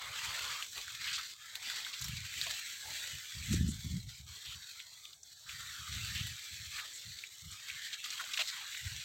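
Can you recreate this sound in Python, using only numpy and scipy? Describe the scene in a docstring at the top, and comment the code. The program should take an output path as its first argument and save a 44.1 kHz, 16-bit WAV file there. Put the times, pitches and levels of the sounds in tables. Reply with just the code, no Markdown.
"""Rough maize leaves brush past, close by, as someone walks slowly through rows of young plants.
The leaves slide over clothes and each other, sticking and slipping in tiny clicks that blend into a
rustle. Some catch and drag, some flick free with a snap, and now and then a bent stalk creaks.
Underneath are short, low scuffs, from feet on the dry soil or the dull body of a struck leaf,
and gusts of wind buffet the microphone with a low rumble."""
import sys
import numpy as np
from scipy import signal
from scipy.fft import rfft, irfft, next_fast_len
from scipy.io import wavfile
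from scipy.ndimage import uniform_filter1d

SR = 44100
rng = np.random.default_rng(int(sys.argv[2]) if len(sys.argv) > 2 else 0)


def store_pcm(level_fs):
    """Save levels as 16-bit WAV."""
    pcm = np.round(np.clip(level_fs, -1, 1) * 32767).astype(np.int16)
    wavfile.write(sys.argv[1], SR, np.atleast_2d(pcm).T)


N = 398663
TIME = np.arange(N) / SR

# A leaf brushes past: (start [s], length [s], rub level [dB], rasp compared with rub [dB],
# hiss compared with rub [dB], lowest ringing pitch of the leaf [Hz])
LEAF_BRUSHES = [(-0.06, 0.2, -50.5, 3.5, -2, 820), (0.119, 0.48, -44.5, 1.5, -1.5, 960),
                (0.573, 0.25, -53, -20, 2, 1310), (0.718, 0.1, -47, -1.5, -3.5, 1130),
                (0.841, 0.14, -49.5, -1, -1, 1190), (0.978, 0.22, -44, 0, -4, 1120),
                (1.203, 0.11, -49, -6.5, -2, 1220), (1.37, 0.51, -54.5, 0.5, -0.5, 1270),
                (1.609, .18, -43.5, -2.5, -4, 1210), (1.784, 0.31, -49, -2.5, -2.5, 1150),
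                (2.07, 0.64, -49, 0, -1.5, 1390), (2.329, 0.26, -46.5, -1, 0.5, 1340),
                (2.607, 0.47, -50.5, -2, 1, 1460), (2.88, 0.27, -47.5, -0.5, -0.5, 1270),
                (3.135, 0.44, -50, -2, -0.5, 1300), (3.41, 0.18, -49, 0, 1.5, 1350),
                (3.62, 0.37, -52.5, -5.5, 0, 1310), (4.054, 0.13, -52.5, -6.5, -3, 1240),
                (4.254, 0.34, -52.5, -5, -1.5, 960), (4.59, 0.23, -52.5, -5, -2.5, 1220),
                (4.84, 0.27, -56.5, -7.5, -1.5, 1120), (5.222, 0.52, -58, -9.5, -2, 1170),
                (5.45, 0.77, -50.5, 0, -0.5, 1115), (5.887, 0.42, -47.5, -1, -1.5, 1370),
                (6.304, 0.44, -50, -2.5, -1, 1430), (6.698, 0.13, -47, -0.5, -2, 960),
                (6.835, 0.41, -51.5, -5.5, -1.5, 1340), (7.27, 0.25, -56, -5.5, 1.5, 1300),
                (7.481, 0.29, -53, -2, -1, 1090), (7.638, 0.31, -51.5, 2.5, -2.5, 1390),
                (7.814, 0.052, -46.5, -4, -2, 1350), (7.961, 0.039, -51, 4.5, 2, 1910),
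                (8.017, 0.3, -47.5, -0.5, -1.5, 1080), (8.295, 0.21, -46, -4, -1.5, 1160),
                (8.478, 0.16, -49, 1.5, -2, 960), (8.636, 0.4, -49, 0, 0, 1400)]
# A leaf flicks free: (time [s], peak level [dB], pitch [Hz], crispness [0 to 1])
LEAF_FLICKS = [(0.625, -25.5, 3300, 0.18), (0.7793, -29, 3670, 0.3), (1.043, -30, 3700, 0.1),
               (1.555, -25, 3840, 0.56), (1.805, -36.5, 2360, 0.2), (1.8484, -28.5, 3700, 0.1),
               (1.865, -35.5, 1440, 0.5), (2.0146, -29, 6500, 1), (2.0437, -26, 5500, 1),
               (2.084, -29, 3130, 0.9), (2.17, -30, 4370, 0.1), (2.339, -34, 2070, 0.95),
               (2.414, -19, 4350, 0.19), (2.469, -24.5, 3140, 0.2), (3.53, -27, 3960, 0.6),
               (4.8017, -31, 3100, 0), (6.27, -29, 3990, 0.9), (7.1884, -33, 3780, 0),
               (7.2379, -31.5, 2360, 0.2), (7.6994, -29.5, 2420, 0.26), (8.772, -36, 2080, 0.6)]
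# A leaf catches and drags: (start [s], length [s], level [dB], pitch [Hz])
LEAF_DRAGS = [(0.878, 0.0045, -45.5, 1500), (1.074, 0.02, -39, 2580), (1.129, 0.038, -38, 3720),
              (1.18, 0.018, -46, 1290), (1.699, 0.0056, -42, 1700), (1.929, 0.014, -41.5, 3640),
              (1.991, 0.0088, -46, 5000), (2.021, 0.0065, -40.5, 4480), (3.523, 0.025, -40.5, 5560),
              (3.677, 0.042, -48, 6900), (4.45, 0.1, -48.5, 3270), (4.793, 0.006, -48.5, 3100),
              (5.05, 0.007, -47.5, 3240), (5.129, 0.0053, -50, 3730), (5.23, 0.0061, -49, 5800),
              (5.491, 0.0077, -44.5, 2520), (6.153, 0.061, -42.5, 2840), (6.781, 0.023, -43, 1980),
              (6.932, 0.046, -50.5, 6660), (7.514, .004, -47.5, 7460), (7.929, 0.015, -39.5, 3630),
              (8.041, 0.0088, -38.5, 3570), (8.103, 0.0062, -39.5, 4240), (8.195, 0.017, -40.5, 1410),
              (8.335, 0.01, -36, 3300), (8.373, 0.0069, -32.5, 2630), (8.39, 0.031, -32.5, 2750),
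              (8.474, 0.028, -41, 4070), (8.746, 0.0049, -42, 1920)]
# A stalk is pushed aside: (start [s], length [s], level [dB])
STALK_CREAKS = [(2.463, 0.0063, -49), (8.205, .035, -61), (8.384, 0.03, -50)]
# The notes a stalk rings at: (pitch [Hz], relative level [dB])
STALK_NOTES = [(660, 1), (1040, -0.5)]
# A short, low scuff, from a foot on the soil or the dull body of a struck leaf:
# (start [s], length [s], level [dB])
LOW_SCUFFS = [(-0.01, 0.2, -58), (0.208, 0.43, -55), (0.747, 0.065, -52), (1.52, 0.42, -61),
              (2.462, 0.099, -58), (2.825, 0.13, -52.5), (2.93, 0.22, -62), (6.724, 0.21, -66.5)]
# A gust reaches the microphone: (start [s], length [s], level [dB])
WIND_GUSTS = [(0.01, 0.16, -60.5), (0.224, 0.071, -53.5), (0.83, 0.37, -65.5), (1.994, 0.25, -48),
              (2.302, 0.2, -59.5), (3.103, 0.052, -51), (3.33, 0.47, -46), (3.475, 0.23, -33.5),
              (3.824, 0.17, -41.5), (4.018, 0.081, -47), (4.164, 0.17, -54), (4.456, 0.032, -52),
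              (4.534, 0.035, -54), (5.438, 0.29, -61), (5.775, 0.044, -52), (5.868, 0.22, -46),
              (6.077, 0.24, -46.5), (6.498, 0.24, -56), (7.042, 0.082, -54.5), (7.408, 0.11, -53),
              (7.676, 0.11, -66), (8.803, 0.17, -50.5)]
# One swirl of air hits the microphone: (time [s], peak level [dB], pitch [Hz])
WIND_THUMPS = [(2.094, -33.5, 118), (2.136, -33, 113), (3.542, -25, 250), (3.611, -21, 161),
               (3.69, -26, 188), (3.943, -27, 115), (6.212, -33, 120), (8.863, -33, 93)]
# The tone of each sound, from low to high: (frequency [Hz], relative level [dB])
RASP_TONE = [(400, -22.5), (800, -2), (1300, 0.5), (2100, 2), (2700, 2), (3500, -2.5), (6000, -74.5)]  # low part of the rustle
RUB_TONE = [(1500, -23), (2400, -10.5), (2900, -2.5), (3700, 1.5), (4500, 9.5), (5100, 5.5), (6500, -27.5),
            (8200, -23.5), (9500, -50)]  # middle part of the rustle
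HISS_TONE = [(2500, -19), (4200, 1.5), (5100, 2), (6000, 1.5), (7800, 4), (8500, -3), (9300, -14),
             (11500, -13.5), (12700, -5.5), (14000, -9.5), (16000, -9.5)]  # high part, from the leaf hairs
SNAP_TONE = [(150, -77), (600, -11.5), (1300, 3), (4200, -2), (5200, -4.5), (7800, 5.5), (9500, -4.5),
             (13000, 2), (16000, -4)]  # a leaf letting go
SCUFF_TONE = [(100, -1.5), (250, -25.5), (420, -10), (650, -4), (1000, -4.5), (1600, -18.5)]  # a low, dull scuff
BIG_SWIRL_TONE = [(20, -49), (35, -6), (55, 7), (75, 12.5), (125, 9), (200, -5), (300, -42.5), (600, -66)]  # deep wind rumble
SMALL_SWIRL_TONE = [(80, -5.5), (180, 21.5), (320, 1.5), (480, -22.0), (900, -67)]  # higher rumble

FIRM_DB = -47  # rub level of a firm brush
STIR_RASP_DB, STIR_RUB_DB, STIR_HISS_DB = -81, -71, -63.5  # the plants around keep stirring faintly
RIB_HZ, RIB_WIDTH_HZ, RIB_DB = 3100, 810, -16  # scrape of the stiff rib down the middle of a leaf
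GAP_HZ, GAP_WIDTH, GAP_DRIFT, GAP_DB = 2700, .06, .06, -7  # width and drift are shares of the pitch
STEP = 64  # samples between the points of a loudness curve


def leaves():
    """Sliding leaves rustle: the same friction drives a low rasp, a middle rub and a high hiss."""
    starts, lengths, rub_db, rasp_db, hairs_db, leaf_hz = np.transpose(LEAF_BRUSHES)
    power = strokes(starts, lengths, attack_s=.04, release_s=0.053, swell_db=1.5)
    pressure = total_gain(power, rub_db, STIR_RUB_DB)
    drive = light_touch(leaf_friction(), pressure)
    # the leaves that press hardest decide how low the rasp reaches
    weight = amp(rub_db)[:, None] ** 2 * (power + 1e-9)
    lowest_hz = np.interp(TIME, TIME[::STEP], leaf_hz @ weight / weight.sum(0))
    rasp = steady(cut_below(colour(drive, RASP_TONE), lowest_hz), 0.088)
    rasp *= total_gain(power, rub_db + rasp_db, STIR_RASP_DB)
    # the rib scrapes most under firm pressure, and answers a little late
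    rib = steady(ring_twice(drive, RIB_HZ, RIB_WIDTH_HZ), 0.51)
    firmness = np.minimum(pressure / amp(FIRM_DB), 1) ** 0.46
    rub = pressure * (steady(colour(drive, RUB_TONE), 0.82) + amp(RIB_DB) * firmness * np.roll(rib, 150))
    hiss = total_gain(power, rub_db + hairs_db, STIR_HISS_DB) * steady(colour(drive, HISS_TONE), 0.12)
    # the leaves sound from different places, a few samples apart
    return rasp + np.roll(rub, 23) + np.roll(hiss, 51)


def leaf_friction():
    """Rough leaves stick and slip thousands of times a second, with catches and crinkles on top."""
    sliding = slips(per_s=9000, spread_db=1.0) * amp(0.96 * wander(rate_hz=30.0))
    # narrow peaks inside broad ones, shifting as other leaves take over
    sliding = shifting_peaks(sliding, depth_db=4.5, width_hz=90, hold_s=0.065)
    sliding = evened(shifting_peaks(sliding, depth_db=3.0, width_hz=770, hold_s=0.032))
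    # a catch lets go at once and the slips that follow die away
    t = np.arange(2048) / SR
    catches = signal.oaconvolve(abs(slips(per_s=60, spread_db=1.5)), np.exp(-t / 0.0052))[:N]
    crackle = amp(-7.5) * evened(catches * rng.standard_normal(N))
    pops = amp(-13.0) * crinkles(per_s=330, spread_db=3.5)
    ticks = amp(-22.5) * slips(per_s=43, spread_db=1.5)
    return sliding + crackle + pops + ticks


def crinkles(per_s, spread_db):
    """Little folds pop in the leaves, at eight different pitches."""
    folds = [evened(ring(slips(per_s / 8, spread_db), hz, width_hz=.6 * hz)) * np.sqrt(hz)
             for hz in np.geomspace(1300, 11000, 8)]
    return evened(sum(folds))


def light_touch(x, pressure):
    """Under a light touch few leaves ring, so shifting gaps open in the tone and it sounds hollow."""
    lightness = np.clip((FIRM_DB - 20 * np.log10(pressure)) / 8, 0, 1)  # full at 8 dB below firm
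    few_leaves = shifting_peaks(x, depth_db=5 * lightness, width_hz=170, hold_s=.1)
    hz, t, bands = split_bands(few_leaves)
    centre_hz = GAP_HZ * (1 + GAP_DRIFT * np.interp(t, TIME, wander(rate_hz=4)))
    wide_gap = np.exp(-((hz[:, None] / centre_hz - 1) / GAP_WIDTH) ** 2)
    return join_bands(bands * amp(GAP_DB * np.interp(t, TIME, lightness) * wide_gap))


def cut_below(x, lowest_hz):
    """A leaf gives off very little sound below its lowest ringing pitch."""
    hz, t, bands = split_bands(x, size=512)
    passed = 1 / (1 + (np.interp(t, TIME, lowest_hz) / (hz[:, None] + 1)) ** 11)
    return join_bands(bands * (amp(-26) + passed), size=512)


def flicks():
    """A leaf creaks as it bends, snaps free in a few quick slips, and crackles as it shivers."""
    out, t = np.zeros(N), np.arange(-700, 3000) / SR  # the snap comes at t = 0
    after = np.maximum(t, 0)
    bending = 0.09 * np.exp(np.minimum(t, 0) / 0.0048)
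    shivering = 0.13 * np.exp(-after / 0.0079) + 0.057 * np.exp(-after / 0.033)
    shape = np.where(t < 0, bending, shivering)
    for s, db, hz, crisp in LEAF_FLICKS:
        cycles = hz * after
        click = np.sin(2 * np.pi * cycles) * cycles * np.exp(1 - cycles) + 3 * crisp * (t == 0)
        # two weaker slips follow within 1.4 ms
        delays = rng.uniform(.5, 1, 2) * [.5, 1]
        late_slips = sum(np.exp(-delay) * np.roll(click, int(delay * .0014 * SR)) for delay in delays)
        snap = colour(click + late_slips, SNAP_TONE)
        grit = rng.standard_normal(len(t))
        leaf = evened(ring(ring(grit, hz, width_hz=750), hz, width_hz=8100))
        crackle = colour(shape * (leaf + crisp * grit), SNAP_TONE)
        add(out, s + t[0], amp(db) * (snap / abs(snap).max() + crackle))
    return out


def drags():
    """A taut leaf zips along in uneven slips; a gentle pull rings rounder than a hard one."""
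    out = np.zeros(N)
    for s, length_s, db, hz in LEAF_DRAGS:
        t = np.arange(int((length_s + .02) * SR)) / SR
        slip_count = np.cumsum(420 * (1 + 4 * rng.standard_normal(len(t)))) / SR
        bursts = (.3 + np.exp(-(slip_count % 1) / .3)) * rng.standard_normal(len(t))
        leaf = ring_twice(bursts, hz, width_hz=hz * 0.59 * amp(db - FIRM_DB) ** 0.36)
        shape = rise_and_fade(t, length_s, attack_s=0.0012, release_s=0.0031)
        add(out, s, amp(db) * shape * steady(colour(leaf + 0.078 * bursts, SNAP_TONE), 0.0065))
    return out


def stalks():
    """Friction makes a bent stalk ring at its low notes for a moment: a dull creak."""
    out, t = np.zeros(N), np.arange(SR // 5) / SR
    for s, length_s, db in STALK_CREAKS:
        grit = rng.standard_normal(len(t))
        body = sum(amp(note_db) * evened(ring_twice(grit, hz, width_hz=175))
                   for hz, note_db in STALK_NOTES)
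        shape = rise_and_fade(t, length_s, attack_s=.003, release_s=.015)
        add(out, s, amp(db) * shape * steady(body, .02))
    return out


def scuffs():
    """Soil grinds under a foot, or a struck leaf rings low and dull, over a faint shuffle."""
    starts, lengths, level_db = np.transpose(LOW_SCUFFS)
    power = strokes(starts, lengths, attack_s=0.0091, release_s=0.039, swell_db=11)
    grit = shifting_peaks(slips(per_s=1500, spread_db=3), depth_db=4.2, width_hz=110, hold_s=.06)
    return total_gain(power, level_db, floor_db=-79.5) * steady(colour(grit, SCUFF_TONE), 0.1)


def wind():
    """Swirls of air flutter at the microphone; strong gusts break into smaller, higher-pitched ones."""
    starts, lengths, level_db = np.transpose(WIND_GUSTS)
    power = strokes(starts, lengths, attack_s=.028, release_s=.028, swell_db=3)
    force = total_gain(power, level_db, floor_db=-77.5)
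    flutter = amp(3 * wander(rate_hz=22))
    big = steady(flutter * colour(rng.standard_normal(N), BIG_SWIRL_TONE), 0.068)
    small = evened(colour(rng.standard_normal(N), SMALL_SWIRL_TONE))
    breakup = np.minimum(force / amp(-44.5), 1) ** 4.3  # complete in gusts of -44.5 dB or more
    out = force * (big + amp(-7.0) * breakup * flutter * small)
    t = np.arange(-.03, .03, 1 / SR)
    for s, db, hz in WIND_THUMPS:
        # the air pressure swings two or three times as one swirl passes
        swing = np.sin(2 * np.pi * (hz * t + rng.random()))
        add(out, s + t[0], amp(db) * swing / np.cosh(3.16 * hz * t))
    return out


def slips(per_s, spread_db):
    """Surfaces stick and slip in tiny clicks: many small, a few large."""
    size = amp(spread_db * np.minimum(rng.exponential(1, N), 4.5))
    return evened(size * rng.choice([-1, 1], N) * (rng.random(N) < per_s / SR))


def shifting_peaks(x, depth_db, width_hz, hold_s):
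    """Each thing that touches rings in its own way, so peaks come and go, weaker in the treble."""
    hz, t, bands = split_bands(x)
    # a random pattern, smoothed along time and across pitch, with its broadest humps taken out
    along, across = np.fft.fftfreq(len(t), t[1])[:, None], np.fft.fftfreq(len(hz), hz[1])
    smooth = np.exp(-(along * hold_s * 2) ** 2 - (across * width_hz * 2) ** 2)
    smooth *= 1 - np.exp(-(across * 2500) ** 2)
    noise = rng.standard_normal((len(t), len(hz)))
    pattern = evened(np.fft.ifft2(np.fft.fft2(noise) * smooth).real).T
    pattern = np.minimum(pattern, 2 * np.tanh(pattern / 2))  # blunt peaks, deep valleys
    gain_db = np.interp(t, TIME, depth_db * np.ones(N)) * pattern / (1 + (hz[:, None] / 4500) ** 2)
    return join_bands(bands * amp(gain_db))


def ring(x, hz, width_hz):
    """Make a sound ring at one pitch; a wider ring dies away sooner."""
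    decay, turn = np.exp(-np.pi * width_hz / SR), 2 * np.pi * min(hz, SR / 2.2) / SR
    return signal.lfilter([1 - decay, 0, decay - 1], [1, -2 * decay * np.cos(turn), decay * decay], x)


def ring_twice(x, hz, width_hz):
    """Two rings in a row pick out the pitch more clearly."""
    return ring(ring(x, hz, width_hz), hz, width_hz)


def colour(x, tone, size=4096):
    """Filter a sound with a tone table, so that clicks keep their sharp start."""
    tone_hz, tone_db = np.transpose(tone)
    hz = abs(np.fft.fftfreq(size, 1 / SR))
    log_gain = np.log(amp(np.interp(np.log(hz + 1), np.log(tone_hz), tone_db)))
    click_response = np.fft.ifft(np.exp(np.conj(signal.hilbert(log_gain)))).real
    return signal.oaconvolve(x, click_response[:size // 2])[:len(x)]


def rise_and_fade(t, length_s, attack_s, release_s):
    """A loudness curve that rises, holds until length_s, then fades."""
    return np.clip(t / attack_s, 0, 1) * np.exp(-np.maximum(t - length_s, 0) / release_s)


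def strokes(starts, lengths, attack_s, release_s, swell_db):
    """One power curve for each brush, scuff or gust, swelling towards its middle."""
    t, length = TIME[::STEP] - starts[:, None], lengths[:, None]
    swell = amp(-swell_db * (2 * np.clip(t / length, 0, 1) - 1) ** 2)
    return (swell * rise_and_fade(t, length, attack_s, release_s)) ** 2


def total_gain(power, levels_db, floor_db):
    """Join overlapping strokes into one loudness curve over a quiet floor."""
    return np.interp(TIME, TIME[::STEP], np.sqrt(amp(levels_db) ** 2 @ power + amp(floor_db) ** 2))


def wander(rate_hz):
    """A smooth random drift with a typical size of one."""
    size = next_fast_len(N, True)
    hz = np.fft.rfftfreq(size, 1 / SR)
    return evened(irfft(rfft(rng.standard_normal(size)) / (1 + (hz / rate_hz) ** 4), size)[:N])


def split_bands(x, size=1024):
    """Split a sound by pitch and time: returns frequencies, times and bands."""
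    return signal.stft(x, SR, nperseg=size, noverlap=size * 3 // 4)


def join_bands(bands, size=1024):
    """Turn the bands back into a sound."""
    return signal.istft(bands, SR, nperseg=size, noverlap=size * 3 // 4)[1][:N]


def steady(x, span_s):
    """Hold the level near one, keeping only changes quicker than span_s."""
    return x / np.sqrt(abs(uniform_filter1d(x ** 2, max(int(span_s * SR), 1))) + 1e-12)


def evened(x):
    """Scale a whole signal to an average level of one."""
    return x / np.sqrt(np.mean(x ** 2) + 1e-20)


def amp(db):
    """Turn decibels into a multiplier."""
    return 10 ** (np.asarray(db) / 20)


def add(mix, s, sound):
    """Mix a sound in, starting at s seconds."""
    part = mix[max(round(s * SR), 0):][:len(sound)]
    part += sound[:len(part)]


def scene():
    """Plants, scuffs and wind together in one channel."""
    return (leaves() + flicks() + drags() + stalks() + scuffs() + wind())[None]


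def record(dry):
    """The microphone cuts the bass below 50 Hz and the recorder cuts the treble above 16000 Hz."""
    thin = signal.sosfilt(signal.butter(4, 50, "highpass", fs=SR, output="sos"), dry)
    treble_cut = signal.firwin(511, 16000, window=("kaiser", 9), fs=SR)
    return signal.oaconvolve(thin, treble_cut[None], "same")


dry = scene()
out = record(dry)
store_pcm(out)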